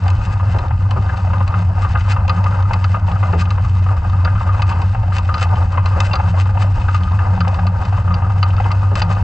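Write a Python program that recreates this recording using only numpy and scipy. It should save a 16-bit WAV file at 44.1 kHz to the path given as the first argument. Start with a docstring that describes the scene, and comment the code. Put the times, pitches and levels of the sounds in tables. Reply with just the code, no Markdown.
"""Dredge on a sandy seabed

A steel dredge is towed over sand, heard under water from a housing fixed to its frame.
The taut tow line strums as a wandering low sine, over a wash of filtered noise.
Gravel grinds as dense random grains; stones knock and shells clink as noise bursts through frame modes.
Sand crackles in short swells; now and then the frame thuds, grit ticks and a bubble rings."""
import sys
import numpy as np
from scipy import signal
from scipy.fft import rfft, irfft, next_fast_len
from scipy.io import wavfile
from scipy.ndimage import uniform_filter1d

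SR = 44100
rng = np.random.default_rng(int(sys.argv[2]) if len(sys.argv) > 2 else 0)


def int16_out(signal):
    """Quantize to a 16-bit WAV file."""
    q = np.round(np.clip(np.atleast_2d(signal).T, -1, 1) * 32767)
    wavfile.write(sys.argv[1], SR, q.astype(np.int16))


N = 407043
SIZE = next_fast_len(N + SR // 2)  # transform length, with room for tails
HZ = np.maximum(np.arange(SIZE // 2 + 1) * SR / SIZE, 1)
TIME = np.arange(N) / SR


def from_db(db):
    """Decibels to gain."""
    return 10 ** (np.asarray(db) / 20)


def rms_one(x):
    """Scale to unit power."""
    return x / np.sqrt(np.mean(np.abs(x) ** 2) + 1e-20)


def over_hz(points):
    """Draw a curve of (f/Hz, value) over every frequency, straight in log frequency."""
    hz, value = np.transpose(points)
    return np.interp(np.log(HZ), np.log(hz), value)


def in_time(curve):
    """Draw a curve of (t/s, value) at every sample."""
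    return np.interp(TIME, *np.transpose(curve))


def filtered(x, response):
    """Apply a frequency response."""
    return irfft(rfft(x, SIZE) * response, SIZE)[..., :N]


def noise(response):
    """Noise of unit power with the given response."""
    white = rng.standard_normal(SIZE)
    return rms_one(irfft(rfft(white) * response, SIZE)[:N])


def drift(rate_hz):
    """Slow random wander with spread 1."""
    return noise(1 / (1 + (HZ / rate_hz) ** 2))


def swells(rows):
    """Smooth bumps of height 1 from rows of (t/s, half length/s)."""
    bumps_at = (np.exp(-(((TIME - s) / half_s) ** 2).clip(0, 30)) for s, half_s in rows)
    return sum(bumps_at).clip(0, 1)


def tone(pitch_hz):
    """A sine of unit power that follows a pitch."""
    return np.sqrt(2) * np.sin(2 * np.pi * np.cumsum(pitch_hz) / SR)


def resonance(hz, width_hz):
    """Response of one mode, 1 on top."""
    return 1 / (1 + 1j * (HZ ** 2 - hz ** 2) / (HZ * width_hz))


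def causal(spectrum):
    """Minimum-phase response of a spectrum: nothing sounds before its cause."""
    cepstrum = irfft(np.log(from_db(over_hz(spectrum))), SIZE)
    return np.exp(rfft(2 * cepstrum[:SIZE // 2], SIZE))


def grains(per_s, spread_db):
    """Random tiny impacts of uneven size, each reaching the two microphones a little differently."""
    sizes = from_db(spread_db * np.minimum(rng.exponential(1, N), 4)) * rng.choice([-1, 1], N)
    hits = rng.random(N) < per_s / SR
    return rms_one(sizes * hits * (1 + 0.31 * rng.standard_normal((2, N))))


def add(track, s, sound):
    """Mix a short sound in at a time."""
    start = max(round(s * SR), 0)
    track[:, start:start + sound.shape[-1]] += sound[..., :N - start]


def crunch(rise_s, t60, apart=0.27):
    """Force of one blow: a burst of micro-contacts that dies away, of unit energy."""
    t = TIME[:SR // 6]
    white = rng.standard_normal((3, len(t)))
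    shape = (1 - np.exp(-t / rise_s)) * from_db(-60 * t / t60)
    burst = (white[0] + apart * white[1:]) * shape  # shared part plus a part of each side's own
    return rms_one(burst) / np.sqrt(len(t))


def blow(rise_s=0.0012, contact_s=0.012, tail_db=-4.0, tail_t60=0.23):
    """Force of a stone: a short crushing contact, then a weaker shudder; unit energy."""
    t = TIME[:SR // 6]
    white = rng.standard_normal((3, len(t)))
    crush = np.exp(-(t / contact_s) ** 4)
    shudder = from_db(tail_db - 60 * t / tail_t60)
    shape = (1 - np.exp(-t / rise_s)) * (crush + shudder)
    return rms_one((white[0] + 0.24 * white[1:]) * shape) / np.sqrt(len(t))


def ping(hz, t60):
    """One mode ringing out: a decaying sine with a soft 1 ms onset."""
    t = TIME[:SR // 8]
    return from_db(-60 * t / t60) * (1 - np.exp(-t / .001)) * np.sin(2 * np.pi * hz * t)


def pitched(contact, hz, sharpness):
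    """The part of a contact that a pebble of this pitch favours, at an even strength."""
    own = rms_one(signal.lfilter(*signal.iirpeak(hz, sharpness, fs=SR), contact))
    return own * np.sqrt(np.pi * hz / sharpness / SR / contact.shape[1])


# ringing modes of the steel frame: (f/Hz, width/Hz, lift/dB)
FRAME_MODES = [(529.5, 57, 13.5), (771, 89, 7.5), (932, 91, 6.5), (1221.8, 31, 11.5), (1557, 310, 6),
               (2060, 48, 9.5), (2538, 53, 12), (2705, 101, 13), (3036, 88, 11), (3660, 82, 8.5),
               (4100, 46, 8.5), (4720, 660, 7), (6480, 110, 12), (7325, 210, 9), (7720, 190, 14),
               (8800, 410, 7), (10070, 400, 7.5)]


def frame_response(contact):
    """How the modes of the frame answer one kind of contact, at unit power."""
    response = causal(contact)
    for hz, width_hz, lift_db in FRAME_MODES:
        response = response * (1 + (from_db(lift_db) - 1) * resonance(hz, width_hz))
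    return rms_one(response)


def frame(force, contact):
    """A lasting force rings the modes of the frame; power is kept."""
    return filtered(force, frame_response(contact))


def ringing(contact):
    """The frame's ring after a single tap."""
    return irfft(frame_response(contact), SIZE)[None, :SR // 8]


def struck(force, ring):
    """One blow heard through the frame, of unit energy."""
    sound = signal.fftconvolve(force, ring, axes=1)
    return rms_one(sound) / np.sqrt(sound.shape[1])


# how hard the runners bite; only its swing about the mean counts: (t/s, level/dB)
DRAG_CURVE = [(0.0, -29.5), (1.8, -31.5), (2.35, -29), (4.1, -31.5), (4.6, -25.5), (4.96, -31), (5.4, -27),
              (7.8, -30.5), (9.2, -28)]


def drag():
    """How much harder than usual the runners bite at each moment, in dB."""
    level_db = in_time(DRAG_CURVE)
    return level_db - level_db.mean()


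# small bubble pinching off: (t/s, f/Hz, level/dB)
BUBBLE_PINGS = [(6.113, 2730, -24)]


def bubbles(t60=0.15):
    """A bubble rings for a moment at its own pitch."""
    out = np.zeros((2, N))
    for s, hz, db in BUBBLE_PINGS:
        add(out, s, from_db(db) * ping(hz, t60))
    return out


# the frame dropping on to the bed: (t/s, relative level/dB)
FRAME_DROPS = [(0.543, -39.5), (0.955, -41.5), (3.325, -35.5), (8.911, -41)]


def bumps(t60=0.24, gain_db=42.5):
    """The heavy frame lands with a muffled thud: a crunch through a broad low resonance."""
    force = np.zeros((2, N))
    for s, db in FRAME_DROPS:
        add(force, s, from_db(db + gain_db) * crunch(0.0088, t60))
    return filtered(force, rms_one(resonance(350, 780) ** 4))


# grit giving way under a runner: (t/s)
GRIT_SNAPS = [2.006, 3.115, 3.453, 4.723, 5.555, 6.814, 7.033, 8.504, 8.565, 8.641, 9.112]


def snaps(snap_db=-9.5, snap_hz=3200, sharpness=5, own_ring=1.3, t60=0.045):
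    """A grain of grit gives way with a light, dry tick."""
    out, ring = np.zeros((2, N)), ringing(SHELL_COLOUR)
    for s in GRIT_SNAPS:
        force = crunch(.0005, t60)
        own = own_ring * pitched(force, snap_hz, sharpness)
        add(out, s, from_db(snap_db) * struck(force + own, ring))
    return out


# crests of sand sweeping over the steel: (t/s, relative level/dB)
SAND_SWEEPS = [(0.258, -37), (0.336, -39), (1.829, -39), (1.92, -38), (2.123, -27), (3.419, -30),
               (4.712, -35), (5.17, -30.5), (5.435, -26), (6.069, -29), (6.415, -30), (6.629, -30.5),
               (8.998, -28.5), (9.13, -32)]
# colour of sand on steel: (f/Hz, relative level/dB per Hz)
SAND_COLOUR = [(600, -8), (1500, 15), (3300, 1.5), (5500, 2), (7500, -11.5), (10000, -21.5), (11000, -29.5),
               (15000, -54)]
SWEEP_RISE_S, SWEEP_FALL_S = 0.031, 0.008  # every sweep swells and lets go alike


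def sand(drag_db, trickle_db=-45.5, follows=0.49):
    """Fine grains crackle on the steel, swell up and let go quickly."""
    waver_db = 2.8 * drift(11)
    level = from_db(trickle_db + follows * drag_db + waver_db)
    for s, db in SAND_SWEEPS:
        rising = ((s - TIME) / SWEEP_RISE_S).clip(0) ** 2
        falling = (TIME - s) / SWEEP_FALL_S
        level = level + from_db(db) * np.exp(-np.maximum(rising, falling).clip(0, 20))
    crackle = grains(per_s=3500, spread_db=3.8)
    return frame(level * crackle, SAND_COLOUR)


# loudest shells and pebbles on bare steel: (t/s, relative level/dB, crack against clink level/dB)
SHELL_CLINKS = [(0.0803, -30, -14), (0.1017, -39, -0.5), (0.586, -31, -15), (0.909, -29, -13),
                (1.171, -38.5, -16), (1.477, -32.5, -15.5), (2.2795, -30, -13.5), (2.2946, -24, -29),
                (2.4406, -33, -11), (2.734, -25, -13.5), (2.8415, -26.5, -22), (3.325, -39.5, -13.5),
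                (3.5051, -30.5, -16.5), (4.248, -30, -40.5), (4.62, -25, -16.5), (4.817, -32.5, -12),
                (5.1832, -29, -9.5), (5.3409, -27.5, -31.5), (5.38, -32.5, -17.5), (5.4266, -26, -4),
                (5.858, -26.5, -18), (6.003, -25, -2), (6.133, -24.5, -32.5), (6.155, -28, -22),
                (6.9458, -33, -10), (7.4052, -27.5, -36), (7.4795, -34.5, -8), (7.5434, -34, -15),
                (7.6675, -31.5, -19), (7.8513, -35, -12), (8.141, -32, -32.5), (8.4286, -23.5, -30),
                (8.716, -27.5, -16.5), (8.9547, -26, -7.5), (9.019, -21, -29.5)]
# modes in which the tube sings: (f/Hz, strength)
TUBE_MODES = [(2820, .4), (3577, .3), (4143, .6), (4705, 1)]
# colour of a shell on steel: (f/Hz, relative level/dB per Hz)
SHELL_COLOUR = [(400, -12), (1300, 6), (2200, 9.5), (3300, 0.5), (4700, 0), (6000, -5.5), (12000, -71)]
# colour of a sharp crack: (f/Hz, relative level/dB per Hz)
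CRACK_COLOUR = [(2000, 3.5), (5700, 2), (7500, -8.5), (9000, -21.5), (13000, -26), (16000, -42)]


def shells(tap=0.93, chatter_t60=0.033, crack_t60=0.022, own_ring=0.47,
           ticks_db=-54.0, clink_db=25.0, crack_gain_db=31, sing_db=5.0):
    """Hard contacts: a sharp tap and brief chatter at the pebble's own pitch, fainter ticks between."""
    ticks = signal.fftconvolve(grains(per_s=12, spread_db=2.5), crunch(.0008, .024), axes=1)[:, :N]
    clinks = from_db(ticks_db) * frame(ticks, SHELL_COLOUR)
    cracks = np.zeros((2, N))
    shell_ring, crack_ring = ringing(SHELL_COLOUR), ringing(CRACK_COLOUR)
    for s, db, crack_db in SHELL_CLINKS:
        rattle = crunch(0.00031, chatter_t60)
        rattle = rattle + own_ring * pitched(rattle, rng.uniform(2900, 6200), 5.0)
        rattle[:, 0] += tap / 2
        add(clinks, s, from_db(db + clink_db) * struck(rattle, shell_ring))
        crack = struck(crunch(0.00034, crack_t60), crack_ring)
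        add(cracks, s, from_db(db + crack_db + crack_gain_db) * crack)
        # a hard crack leaves a mode of the frame ringing near 2.6 kHz
        add(cracks, s, from_db(db + crack_db + 7) * ping(2600, .08))
        # the weaker the crack, the more the tube sings
        song = sum(share * rng.uniform(.5, 1.3) * ping(hz * rng.uniform(.985, 1.015), .04)
                   for hz, share in TUBE_MODES)
        singing = np.clip(-crack_db / 16 - .6, 0, 1)
        add(clinks, s, from_db(db + sing_db) * singing * song)
    return clinks * from_db([[-1.0], [1.0]]) + cracks  # clinks lean to the right


# colour of gravel under the runners: (f/Hz, relative level/dB per Hz)
GRAVEL_COLOUR = [(200, 3.5), (520, -6), (900, 5), (1500, -3), (2200, -18), (3300, -32), (5300, -27),
                 (8300, -46.5), (10000, -47.5), (11500, -85.5)]


def gravel(drag_db, grit_db=-32.5, lumpy_db=3.5):
    """The runners grind on unevenly over dense grit."""
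    grit = grains(per_s=8000, spread_db=1)
    force = grit * from_db(grit_db + drag_db + lumpy_db * drift(16.0))
    return frame(force, GRAVEL_COLOUR)


# large stones against the frame: (t/s, relative level/dB, centre f/Hz)
LARGE_KNOCKS = [(0.064, -17.5, 778), (0.545, -19, 870), (1.094, -18, 1587), (1.334, -14, 990),
                (1.406, -14.5, 1120), (1.541, -13.5, 1174), (1.848, -13.5, 1120), (1.954, -11.5, 1466),
                (2.164, -14.5, 1035), (2.297, -10, 1170), (2.461, -12.5, 1110), (2.709, -12.5, 883),
                (2.845, -14.5, 1200), (2.945, -12.5, 1186), (3.081, -16, 810), (3.163, -20, 1210),
                (3.23, -13.5, 1170), (3.332, -12.5, 781), (4.253, -13, 1277), (4.276, -16.5, 1560),
                (4.488, -14, 1205), (4.595, -15, 886), (4.715, -15, 1120), (4.949, -16.5, 830),
                (5.291, -14, 1217), (5.343, -12.5, 1270), (5.417, -13.5, 1225), (5.776, -10, 1020),
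                (5.878, -21.5, 980), (6.003, -16, 1200), (6.137, -12.5, 1200), (6.198, -11.5, 847),
                (6.277, -18, 917), (6.573, -15, 910), (6.885, -12.5, 1318), (6.945, -12, 1150),
                (7.191, -19.5, 1670), (7.408, -13, 1306), (7.474, -16, 790), (7.59, -14.5, 843),
                (7.926, -17, 740), (8.107, -15.5, 1205), (8.43, -10.5, 1280), (8.601, -12, 800),
                (8.707, -15.5, 1163), (9.018, -12, 797)]
# further knocks of stones against the frame, all equally hard: (t/s)
FURTHER_KNOCKS = [0.399, 0.708, 1.303, 1.823, 2.077, 2.372, 3.416, 3.579, 3.864, 3.888, 4.133, 4.355, 4.407,
                  5.122, 5.742, 6.376, 6.458, 6.622, 7.449, 7.979, 8.077, 8.221, 8.302, 8.582, 9.168]
# colour of a stone on steel: (f/Hz, relative level/dB per Hz)
STONE_COLOUR = [(150, -0.5), (400, -2.5), (700, 3), (1300, 7), (3200, -16), (5000, -33.5), (12000, -87)]
STONE_Q, STONE_TONE = 7, 3.2  # sharpness of a stone's own tone, and its strength against the broad thud
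KNOCK_RISE_S = .003  # a stone touches this long before its listed time


def stones(drag_db, small_per_s=24, small_db=-27, size_db=7.5, follows=0.44, strike_db=21.5,
           blip_q=11, blip_tone=9, further_db=-19.0, thud_db=11.0, thud_top_db=-16.5):
    """Dull knocks of large stones, rounder blips of small ones, thuds of pebbles that clink alone."""
    gap, size, pitch = rng.random((400, 3)).T
    times = np.cumsum(.2 - .8 * np.log(gap)) / small_per_s
    levels = small_db + size_db * (2 * size - 1) + follows * np.interp(times, TIME, drag_db)
    small = [(s, db, hz, blip_q, blip_tone)
             for s, db, hz in zip(times, levels, 600 * 2.3 ** pitch) if s < TIME[-1]]
    # a clink more than 10 ms from any large knock also thuds
    lone = [(s, db) for s, db, _ in SHELL_CLINKS
            if min(abs(s - knock[0]) for knock in LARGE_KNOCKS) > .01]
    clear = [(s - KNOCK_RISE_S, further_db) for s in FURTHER_KNOCKS]
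    clear += [(s - KNOCK_RISE_S * 0, min(db + thud_db, thud_top_db)) for s, db in lone]
    further = [(s, db, rng.uniform(900, 1300), STONE_Q, STONE_TONE) for s, db in clear]
    large = [(s - KNOCK_RISE_S, db, hz, STONE_Q, STONE_TONE) for s, db, hz in LARGE_KNOCKS]
    out, ring = np.zeros((2, N)), ringing(STONE_COLOUR)
    for s, db, hz, sharpness, strength in large + further + small:
        contact = blow()
        own = strength * pitched(contact, hz, sharpness)
        add(out, s, from_db(db + strike_db) * struck(contact + own, ring))
    return out


# plainest drop-outs of the hum: (t/s, half length/s)
HUM_LULLS = [(2.992, 0.024), (3.669, 0.032), (4.012, 0.0718), (5.018, 0.057)]
# rate, typical half length and its spread in octaves
COLLAPSES_PER_S, COLLAPSE_S, COLLAPSE_SPREAD = 2.6, 0.019, 0.45


def collapses():
    """How far the line's swing has broken down, 0-1; it collapses at uneven intervals and starts anew."""
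    gaps = rng.gamma(2, .5, size=80) / COLLAPSES_PER_S
    lengths = COLLAPSE_S * 2 ** (COLLAPSE_SPREAD * rng.standard_normal(size=80).clip(-2, 2))
    chance = [row for row in zip(np.cumsum(gaps), lengths) if row[0] < TIME[-1]]
    return swells(list(HUM_LULLS) + chance)


# crests of the line's upper mode: (t/s, level/dB)
MODE_SURGES = [(0.76, -29.5), (1.6, -25), (2.37, -23), (3.13, -27), (3.37, -22.5), (6.28, -24),
               (7.04, -27.5), (7.41, -21), (7.64, -21), (8.12, -24), (9.07, -20.5)]


def upper_mode(mode_hz=174, wander_hz=6, surge_s=0.056, rest_db=-33.5):
    """A faint murmur of the line's upper mode that gathers into short, gliding tones."""
    level = sum(from_db(db) * swells([(s, surge_s)]) for s, db in MODE_SURGES)
    surges = level * tone(mode_hz + wander_hz * drift(8))
    murmur = from_db(rest_db) * noise(resonance(mode_hz, 27) ** 2)
    return surges + murmur


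# stretches in which the hum throbs quickly: (t/s, half length/s)
HUM_THROBS = [(0.52, 0.27), (7.88, 0.18)]
# colour of the turbulence around the housing: (f/Hz, relative level/dB per Hz)
WASH_COLOUR = [(12, -45), (25, 11), (55, 14), (76, 18), (108, 19), (130, -4.5), (155, -14), (210, -29),
               (300, -12), (1000, -110)]


def tow_line(hum_hz=93.92, wander_hz=3.17, slip_hz=11.78, sag_hz=8, hum_db=-14.0,
             flutter_db=3.0, throb_hz=15):
    """Vortices shake the line: a swing that throbs at times, its pitch sagging and slipping at collapses."""
    weak = collapses()
    pitch = hum_hz + wander_hz * drift(7.3) + weak * (slip_hz * drift(26.8) - sag_hz)
    throb = 1 + .8 * swells(HUM_THROBS) * np.sin(2 * np.pi * throb_hz * TIME + drift(6))
    level = from_db(hum_db + flutter_db * drift(28)) * (1 - weak) * throb
    hum = level * tone(pitch)
    # the water churns more while the swing is broken up
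    wash = from_db(-20.5 + 5.1 * weak) * noise(causal(WASH_COLOUR))
    return hum + upper_mode() + wash


# left against right microphone: (f/Hz, level/dB)
MIC_BALANCE = [(230, -2), (560, 4), (890, 1), (1250, 3), (3450, 6), (4830, -2.5), (9500, 0.5)]
# phase by which the left microphone leads: (f/Hz, phase/rad)
MIC_LEAD = [(150, -0.6), (600, -0.68), (860, -1.07), (1300, -0.58), (1810, -0.35), (2500, -1.2), (4050, 1),
            (5500, -0.51)]


def scene():
    """The hum moves the whole housing; contacts reach its two microphones by different paths."""
    drag_db = drag()
    contacts = gravel(drag_db) + stones(drag_db) + shells() + snaps() + sand(drag_db) + bumps() + bubbles()
    half = from_db(over_hz(MIC_BALANCE) / 2) * np.exp(1j * over_hz(MIC_LEAD) / 2)
    return filtered(contacts, np.array([half, 1 / half])) + tow_line() * from_db([[.25], [-.25]])


def record(dry, ceiling=0.41, split_hz=260, cutoff_hz=15600):
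    """A limiter holds the bass under a ceiling; the top is cut and the ends are eased."""
    bass = signal.sosfiltfilt(signal.butter(4, split_hz, fs=SR, output="sos"), dry)
    swing = uniform_filter1d(np.abs(signal.hilbert(bass.mean(0), SIZE))[:N], size=300)
    gain = (1 + (swing / ceiling) ** 8) ** (-1 / 8)
    ends = np.clip(np.minimum(TIME, TIME[::-1]) / .004, 0, 1)
    limited = ends * (dry + bass * (gain - 1))
    return signal.sosfilt(signal.cheby2(12, 70, cutoff_hz, fs=SR, output="sos"), limited)


dry = scene()
out = record(dry)
int16_out(out)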